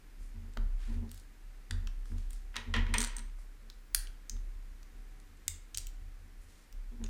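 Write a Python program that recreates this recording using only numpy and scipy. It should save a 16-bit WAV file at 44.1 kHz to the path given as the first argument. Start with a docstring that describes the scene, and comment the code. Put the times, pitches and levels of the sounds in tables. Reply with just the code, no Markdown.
"""Small plastic bricks snap and tick as hands sort and press them on a light table: bursts through resonances.
A hollow model is knocked and dragged with a rattle of its shell, and a loose brick bounces and rings.
Fingertips tap with dull puffs and fingers slide with grainy noise; pushes make the table top sway and hum
into the stand of a microphone on the same table, as drifting sines and low noise.
A small furnished room answers the contacts with decaying noise, over a faint hiss and faint wavering tones."""
import sys
import numpy as np
from scipy import signal
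from scipy.fft import rfft, irfft, next_fast_len
from scipy.io import wavfile
from scipy.ndimage import map_coordinates

SR = 44100
rng = np.random.default_rng(int(sys.argv[2]) if len(sys.argv) > 2 else 0)


def inscribe(sig):
    """Save sig as 16-bit PCM at rate SR to the path in sys.argv[1].

    A 1-D sig is mono; a 2-D sig holds one channel per row.
    Samples are clipped to [-1, 1] before scaling.
    """
    pcm = np.round(np.clip(np.atleast_2d(sig).T, -1, 1) * 32767)
    wavfile.write(sys.argv[1], SR, pcm.astype(np.int16))


N = 312669  # length [samples]

# Snaps and ticks of bricks: (time [s], level [dB], dull centre [Hz], mid centre [Hz], bright centre [Hz],
# then relative levels: dull [dB], mid [dB], bright [dB], top [dB])
SNAPS = [(0.536, -47, 1600, 4500, 7700, -25, -16, -15, -30),
         (0.572, -33.5, 1290, 3100, 5870, -5.5, -10, -21, -28),
         (1.093, -49, 1600, 4200, 8000, -30, -9, -20, -24),
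         (1.115, -37.5, 1300, 3780, 8300, -23, -15.5, -11, -14),
         (1.144, -44, 1700, 4460, 8760, -20, -15, -13, -13),
         (1.176, -45, 1600, 4200, 8500, -30, -13, -12, -20),
         (1.198, -47, 1600, 4500, 8500, -30, -15, -11, -22),
         (1.709, -23.5, 1820, 3570, 7600, -12.5, -12.5, -19, -37),
         (1.872, -33.5, 1230, 2630, 5800, -15.5, -11, -14.5, -28),
         (2.056, -46, 1260, 4450, 7570, -12.5, -14.5, -16, -31),
         (2.182, -44, 1410, 4170, 6580, -15.5, -12.5, -15, -29),
         (2.306, -37, 1390, 3700, 8600, -24, -20, -12, -23),
         (2.331, -31.5, 1670, 3580, 8600, -27, -29, -18.5, -28),
         (3.7, -37, 1360, 4350, 5100, -21.5, -9.5, -38, -27),
         (3.947, -8.5, 1500, 5140, 8930, -25, -14.5, -11, -19.5),
         (4.071, -36.5, 2420, 2830, 5700, -23, -13, -18, -30),
         (4.296, -24.5, 1900, 5000, 6330, -31, -15.5, -11, -28),
         (4.366, -51.5, 1130, 3240, 5810, -10.5, -8.5, -10, -21),
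         (4.83, -46, 1130, 4610, 5900, -17, -13, -15.5, -24),
         (5.2, -50.5, 1640, 4430, 8470, -23, -13, -10.5, -31),
         (5.372, -57, 1640, 4300, 7500, -33, -19, -9, -29),
         (5.4, -61, 2400, 4300, 6000, -16, -15, -15, -29),
         (5.48, -12.5, 2470, 4440, 6950, -24, -18, -12, -24),
         (5.745, -26.5, 2500, 3180, 6150, -31, -19, -13, -35),
         (5.748, -32, 2000, 3160, 6800, -23, -10, -6.5, -26),
         (5.773, -19.5, 2050, 4860, 8600, -28.5, -15, -11, -21),
         (5.782, -23, 2160, 4500, 6100, -28, -16, -11, -23),
         (5.869, -31, 2500, 3140, 7100, -30, -21, -13.5, -18),
         (6.726, -45.5, 1680, 3220, 6070, -22, -16, -11.5, -14),
         (7.04, -32, 1220, 3200, 6540, -23, -15, -10.5, -42),
         (7.063, -44, 2130, 3100, 5280, -15, -14, -6.5, -28)]
# Knocks on the hollow model: (time [s], level [dB], then relative levels:
# dull [dB], mid [dB], bright [dB], top [dB], shell rattle [dB])
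MODEL_KNOCKS = [(2.542, -43.5, -5, -27, -35, -31, -8), (2.557, -30.5, -7.5, -11.5, -26, -38, -11.5),
                (2.565, -27, -8, -3.5, -15.5, -47, -15.5), (2.739, -25, -9.5, -12, -21.5, -48, -5),
                (2.764, -26, -4, -15, -37, -35.5, -16), (2.79, -34.5, -9, -21, -37.5, -43.5, -12),
                (2.866, -38, -3, -15, -31, -38, -11.5), (2.939, -19, -11, -14, -19, -33, -11.5)]
# Bounces of a loose brick: (time [s], level [dB], then relative levels:
# dull [dB], mid [dB], bright [dB], top [dB], ring [dB])
BRICK_BOUNCES = [(2.94, -22, -28, -29, -16, -28, -2), (2.982, -10.5, -25.5, -16, -16, -37.5, -7),
                 (3.004, -25, -10, -5, -1, -32, -20), (3.014, -25.5, -12.5, -8, -40, -19, -2.5),
                 (3.017, -21.5, -18, -13, -7, -35, -19), (3.028, -25.5, -11, -13, -8.5, -22, -13),
                 (3.039, -17.5, -23, -15.5, -31, -44, -11), (3.046, -20, -17, -14, -10, -34, -14),
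                 (3.073, -37.5, -9, -7, -8, -28, 0), (3.166, -26, -30, -21, -31.5, -30, -2.5),
                 (3.183, -30.5, -18, -14, -27, -36, -8), (3.192, -32, -17, -13.5, -11, -34, -24)]
# Usual centres of the dull, mid, bright and top part of a snap: (frequency [Hz])
PART_CENTRES_HZ = [1600, 4200, 8000, 14000]
# Resonance width of each part, for a single pass: (width over centre [ratio])
PART_SPREAD = [1, 1, 0.48, 0.35]
# Resonances of the hollow model: (centre [Hz], width [Hz], relative level [dB])
MODEL_MODES = [(439, 41, -6), (580, 38, -8.5), (962, 116, -2.5), (1430, 170, -9), (1865, 90, 2),
               (2170, 240, -3.5), (2500, 230, -4), (3100, 430, -5.5), (3840, 910, -12.5),
               (6100, 2300, -24.5)]
# Resonances of the loose brick: (centre [Hz], width [Hz], relative level [dB])
BRICK_MODES = [(6010, 240, -6.5), (8600, 120, 2.5), (14600, 130, -25)]
# The model dragged over the top: (time [s], relative level [dB])
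DRAG = [(2.53, -65), (2.604, -55), (2.734, -63), (2.946, -49.5), (3.052, -44.5), (3.202, -56.5), (3.3, -68)]
# Fingertips tap the top: (time [s], dry peak level [dB])
FINGERTIP_TAPS = [(0.57, -38.5), (1.708, -41.5), (2.118, -50), (3.386, -55), (3.946, -42), (6.794, -58),
                  (6.922, -65), (7.015, -53)]
# Strokes of the fingers: (start [s], length [s], level before the low cut [dB], lower edge [Hz])
FINGER_STROKES = [(0.212, 0.046, -55, 5930), (0.807, 0.14, -57, 1400), (1.113, 0.075, -55, 4000),
                  (2.066, 0.055, -57.5, 3970), (2.182, 0.044, -60.5, 2930), (2.329, 0.034, -53.5, 3970),
                  (3.392, 0.019, -56.5, 5000), (4.498, 0.036, -68, 4040), (4.94, 0.034, -73, 4000),
                  (5.085, 0.027, -69, 5030), (6.418, 0.015, -55, 7000), (6.495, 0.13, -60.5, 3440),
                  (7.045, 0.05, -63, 1200)]
# Colour of skin on the smooth top: (frequency [Hz], relative density [dB per Hz])
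SKIN_COLOUR = [(600, 10), (1200, 13), (3000, 3.5), (6000, -3.5), (9000, -5), (15000, -21.5), (15500, -44)]
# Hands land on or lean into the table top: (time [s], sway level [dB], bend level [dB], drum level [dB])
HAND_PUSHES = [(0.0, -47.5, -87, -85.0), (0.092, -45.0, -76, -82), (0.163, -38, -61.5, -71),
               (0.331, -39.5, -48, -56.5), (0.41, -39.5, -50.5, -58.5), (0.556, -25.5, -45.0, -49.5),
               (0.87, -28.5, -45.5, -46.5), (0.941, -30, -38, -48.5), (0.999, -42, -85.0, -45.5),
               (1.08, -44, -52, -85.0), (1.4, -41, -68, -96), (1.694, -29.5, -37, -52.5),
               (1.805, -30.5, -53, -60), (2.094, -29.5, -40.5, -49.5), (2.29, -36, -66.5, -72),
               (2.545, -44, -53.5, -57), (2.657, -32, -40.5, -49), (2.742, -24.5, -34.5, -39.5),
               (2.876, -27, -40, -45), (2.956, -32, -59, -41), (3.163, -35, -91, -58),
               (3.608, -43.5, -67, -68.5), (3.912, -34, -68, -87), (4.098, -44, -68.5, -94),
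               (4.301, -32, -51.5, -60), (4.505, -38, -58, -87), (4.928, -41, -84, -70.5),
               (5.269, -49.5, -61, -93), (5.457, -44, -47.5, -90), (5.729, -42, -52.5, -89),
               (5.795, -36.5, -67.5, -88), (5.987, -39.5, -52.5, -89), (6.169, -47, -56.5, -90),
               (6.31, -43.5, -83, -92), (6.41, -50.5, -60.5, -82), (6.714, -35, -72, -83),
               (6.905, -40.5, -59, -56), (6.984, -33, -47.5, -45.5)]
# Dull knock of the top: (frequency [Hz], relative density [dB per Hz])
TOP_KNOCK_COLOUR = [(40, -40), (110, -8), (180, -6.5), (270, -0.5), (340, -7), (430, -5), (600, -21),
                    (1000, -16), (2000, -120)]
# Unsteady shaking of the stand: (frequency [Hz], relative density [dB per Hz])
STAND_SHAKE_COLOUR = [(15, -20), (25, -12), (45, 4.5), (65, -1), (100, -19.5), (200, -120)]
# Colour of the hiss: (frequency [Hz], relative density [dB per Hz])
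HISS_COLOUR = [(40, 8.5), (70, 5), (120, -0.5), (300, -3.5), (450, -7.5), (700, -13.5), (1300, -11),
               (1750, -9.5), (2200, -11.5), (3000, -17), (8000, -21), (15200, -25.5), (15400, -66)]
# Faint appliance tones that waver: (frequency [Hz], middle level [dB rms])
HUM_TONES = [(291, -79.5), (759, -85.5)]
# Decay of the room: (frequency [Hz], time to fall 60 dB [s])
ROOM_DECAY = [(300, 1), (2000, 0.48), (8000, 0.28), (15000, 0.2)]

TAP_HZ, TAP_WIDTH_HZ, TAP_T60_S = 556, 1750, 0.02
STROKE_RISE_DB_PER_S, STROKE_FALL_DB_PER_S = 600, 191
SWAY_HZ, BEND_HZ, DRUM_HZ = 33.4, 83.2, 229.5
SWAY_RISE_S, SWAY_T60_S = 0.054, 1.68  # the sway builds slowly and rings long
STILLED_T60_S = 0.13  # an arriving hand stills the old sway
BEAT_HZ, BEAT_DEPTH = 7.48, 0.2  # a close neighbour of the sway beats with it
BEND_SWELL_S, DRUM_SWELL_S = 0.05, 0.038  # time from the push to the peak
DRUM_REST_DB = -83.5  # the drum never quite rests
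HISS_DB = -62  # middle level, rms
ROOM_RISE_S = 0.0033  # the walls answer one after another
BAND_LIMIT_HZ = 16500
CONTACT_T = np.arange(SR // 4) / SR  # time within one dry contact [s]
CONTROL_STEP = 32  # samples between points of the table envelopes


def snaps():
    """Bricks snap and tick: dry bursts, each with its own resonance centres."""
    out = np.zeros(N + SR)
    for time, db, dull_hz, mid_hz, bright_hz, *parts_db in SNAPS:
        centres_hz = [dull_hz, mid_hz, bright_hz, PART_CENTRES_HZ[-1]]
        add_contact(out, time, amp(db) * snap(centres_hz, parts_db))
    return out[:N]


def model_knocks():
    """Each knock snaps, and the loose plates of the hollow model rattle on in its cavities."""
    out = np.zeros(N + SR)
    for time, db, *parts_db, shell_db in MODEL_KNOCKS:
        shell = resonances(rng.standard_normal(len(CONTACT_T)), MODEL_MODES)
        rattle = amp(-60 * CONTACT_T / 0.18) * unit(dull(shell, edge_hz=20000))
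        knock = amp(-1) * snap(PART_CENTRES_HZ, parts_db) + amp(shell_db) * rattle
        add_contact(out, time, amp(db) * knock)
    return out[:N]


def brick_bounces():
    """Each bounce snaps and briefly excites the loose brick's own resonances."""
    out = np.zeros(N + SR)
    for time, db, *parts_db, ring_db in BRICK_BOUNCES:
        ring = resonances(burst(0.016), BRICK_MODES)
        ring = ring / np.abs(ring).max()
        bounce = amp(-3) * snap(PART_CENTRES_HZ, parts_db) + amp(ring_db) * ring
        add_contact(out, time, amp(db) * bounce)
    return out[:N]


def snap(centres_hz, parts_db):
    """A burst of a few milliseconds; each of its four parts has its own spray and level."""
    out = np.zeros(len(CONTACT_T))
    for hz, db, spread in zip(centres_hz, parts_db, PART_SPREAD):
        out += amp(db + 20) * steep(burst(0.015), [(hz, hz * spread, 0)])
    return out


def burst(t60):
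    """A sharp first contact and a decaying spray of smaller ones."""
    spray = 0.16 * amp(-60 * CONTACT_T / t60) * rng.standard_normal(len(CONTACT_T))
    return spray + (CONTACT_T == 0)


def scrape():
    """Gritty friction of the dragged model, heard through its cavities."""
    grit = amp(2.4 * wobble(300)) * rng.standard_normal(N)
    times, levels_db = np.transpose(DRAG)
    drag_db = np.interp(np.arange(N) / SR, times, levels_db, -120, -120)
    return amp(drag_db - 4.5) * unit(dull(resonances(grit, MODEL_MODES), edge_hz=15000))


def taps():
    """Soft fingertip contacts: short dull puffs through one wide resonance."""
    out = np.zeros(N + SR)
    for time, db in FINGERTIP_TAPS:
        puff = steep(burst(TAP_T60_S), [(TAP_HZ, TAP_WIDTH_HZ, 0)])
        add_contact(out, time, amp(db) * puff / np.abs(puff).max())
    return out[:N]


def fingers():
    """Skin and bricks slide on the smooth top with a grainy hiss; a stroke rises, holds and fades."""
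    t, out = np.arange(N) / SR, np.zeros(N)
    grain = unit(amp(1.1 * wobble(170)) * noise(SKIN_COLOUR))
    for start, length, db, edge_hz in FINGER_STROKES:
        rise_db = STROKE_RISE_DB_PER_S * np.maximum(start - t, 0)
        fall_db = STROKE_FALL_DB_PER_S * np.maximum(t - start - length, 0)
        stroke = amp(db - rise_db - fall_db) * grain
        out += filtered(stroke, lambda hz: hz ** 4 / (hz ** 4 + edge_hz ** 4))
    return out


def table():
    """Three plate modes answer the pushes of the hands; their phase drifts a little."""
    times, sway_db, bend_db, drum_db = np.transpose(HAND_PUSHES)
    sway_gain = swaying(times, sway_db)
    bend_gain = swell(times, bend_db, BEND_SWELL_S)
    drum_gain = swell(times, drum_db, DRUM_SWELL_S) + amp(DRUM_REST_DB)
    turn = 2 * np.pi * np.arange(N) / SR
    sway = sway_gain * np.sin(SWAY_HZ * turn + 0.5 * wobble(3.5))
    bend = bend_gain * np.sin(BEND_HZ * turn + 0.55 * wobble(10))
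    drum = drum_gain * np.sin(DRUM_HZ * turn + 1.3 * wobble(20))
    # the higher plate modes blur into a dull knock
    knock = drum_gain * amp(-8) * noise(TOP_KNOCK_COLOUR)
    shake = sway_gain * amp(-15.5) * noise(STAND_SHAKE_COLOUR)
    return np.sqrt(2) * (sway + bend + drum) + knock + shake


def swaying(times, levels_db):
    """Each push starts a long beating sway and stills the one before."""
    t = np.arange(0, N, CONTROL_STEP) / SR
    since = np.maximum(t - times[:, None], 0)
    next_push = np.append(times[1:], np.inf)
    stilled = np.maximum(t - next_push[:, None], 0)
    beat = 1 - BEAT_DEPTH * np.cos(2 * np.pi * BEAT_HZ * since)
    decay = amp(levels_db[:, None] - 60 * since / SWAY_T60_S - 60 * stilled / STILLED_T60_S)
    rings = decay * (1 - np.exp(-since / SWAY_RISE_S)) * beat
    return np.interp(np.arange(N) / SR, t, rings.sum(axis=0))


def swell(times, levels_db, peak_s):
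    """Each push swells to its level and dies away; the powers add."""
    points = np.arange(0, N, CONTROL_STEP)
    u = np.maximum(points / SR - times[:, None], 0) / peak_s
    swells = amp(levels_db)[:, None] * (u * np.exp(1 - u)) ** 2
    return np.interp(np.arange(N), points, np.sqrt(np.sum(swells ** 2, axis=0)))


def background():
    """Coloured room hiss with a slow drift, and faint appliance tones that waver in level and phase."""
    turn = 2 * np.pi * np.arange(N) / SR
    hum = np.zeros(N)
    for hz, db in HUM_TONES:
        gain = amp(db + 3.9 * wobble(3.36)) * np.sqrt(2)
        hum += gain * np.sin(hz * turn + 0.5 * wobble(3.8))
    drift_db = 0.4 * wobble(0.95)
    return amp(HISS_DB + drift_db) * noise(HISS_COLOUR) + hum


def room(x, wet_db):
    """The sound and the room's answer: noise with each frequency dying at its own speed."""
    hz, t, z = signal.stft(rng.standard_normal(SR // 2), SR, nperseg=256)
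    decay = amp(-60 * t / along(ROOM_DECAY, hz)[:, None])
    tail = signal.istft(z * decay, SR, nperseg=256)[1]
    tail = tail * (1 - np.exp(-np.arange(len(tail)) / SR / ROOM_RISE_S))
    late = np.pad(x, (round(0.004 * SR), 0))  # the answer starts 4 ms later
    wet = signal.fftconvolve(late, tail / np.linalg.norm(tail))
    return np.pad(x, (0, len(wet) - len(x))) + amp(wet_db) * wet


def add_contact(out, time, blow):
    """One contact with its own answer of the room, placed 0.5 ms after its listed time."""
    heard = room(blow, wet_db=-10)
    out[round((time + 0.0005) * SR):][:len(heard)] += heard


def resonances(x, modes):
    """x through parallel (centre [Hz], width [Hz], level [dB]) resonances of alternating sign."""
    def response(hz):
        total = 0
        for k, (centre, width, db) in enumerate(modes):
            damping = 1j * hz * width
            total = total + (-1) ** k * amp(db) * damping / (centre ** 2 - hz ** 2 + damping)
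        return total
    return filtered(x, response)


def steep(x, modes):
    """The resonances applied three times for steep flanks, at energy 1."""
    y = resonances(resonances(resonances(x, modes), modes), modes)
    return y / np.linalg.norm(y)


def dull(x, edge_hz):
    """Plastic radiates little above its edge."""
    return filtered(x, lambda hz: 1 / (1 + 1j * hz / edge_hz) ** 2)


def noise(spectrum):
    """Coloured noise of rms 1."""
    return unit(filtered(rng.standard_normal(N), lambda hz: amp(along(spectrum, hz))))


def wobble(rate):
    """A smooth random curve, rate knots a second."""
    return map_coordinates(rng.standard_normal(int(N * rate / SR) + 4), [np.arange(N) * rate / SR])


def filtered(x, response):
    """x times a response of frequency, padded so that its ringing does not wrap onto the start."""
    m = next_fast_len(x.shape[-1] + 4096)
    return irfft(rfft(x, m) * response(np.fft.rfftfreq(m, 1 / SR)), m)[..., :x.shape[-1]]


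def along(points, hz):
    """Values between (frequency [Hz], value) points on a log frequency axis."""
    f, v = np.transpose(points)
    return np.interp(np.log(hz + 1), np.log(f + 1), v)


def amp(db):
    """Decibels as an amplitude factor."""
    return 10 ** (np.asarray(db) / 20)


def unit(x):
    """x scaled to rms 1."""
    return x / np.sqrt(np.mean(x ** 2) + 1e-20)


def scene():
    """All sources at one microphone."""
    plastic = snaps() + model_knocks() + brick_bounces() + scrape()
    hands = taps() + fingers()
    return (plastic + hands + table() + background())[None]


def record(dry):
    """Nothing is kept above the band limit."""
    return filtered(dry, lambda hz: hz < BAND_LIMIT_HZ)


dry = scene()
out = record(dry)
inscribe(out)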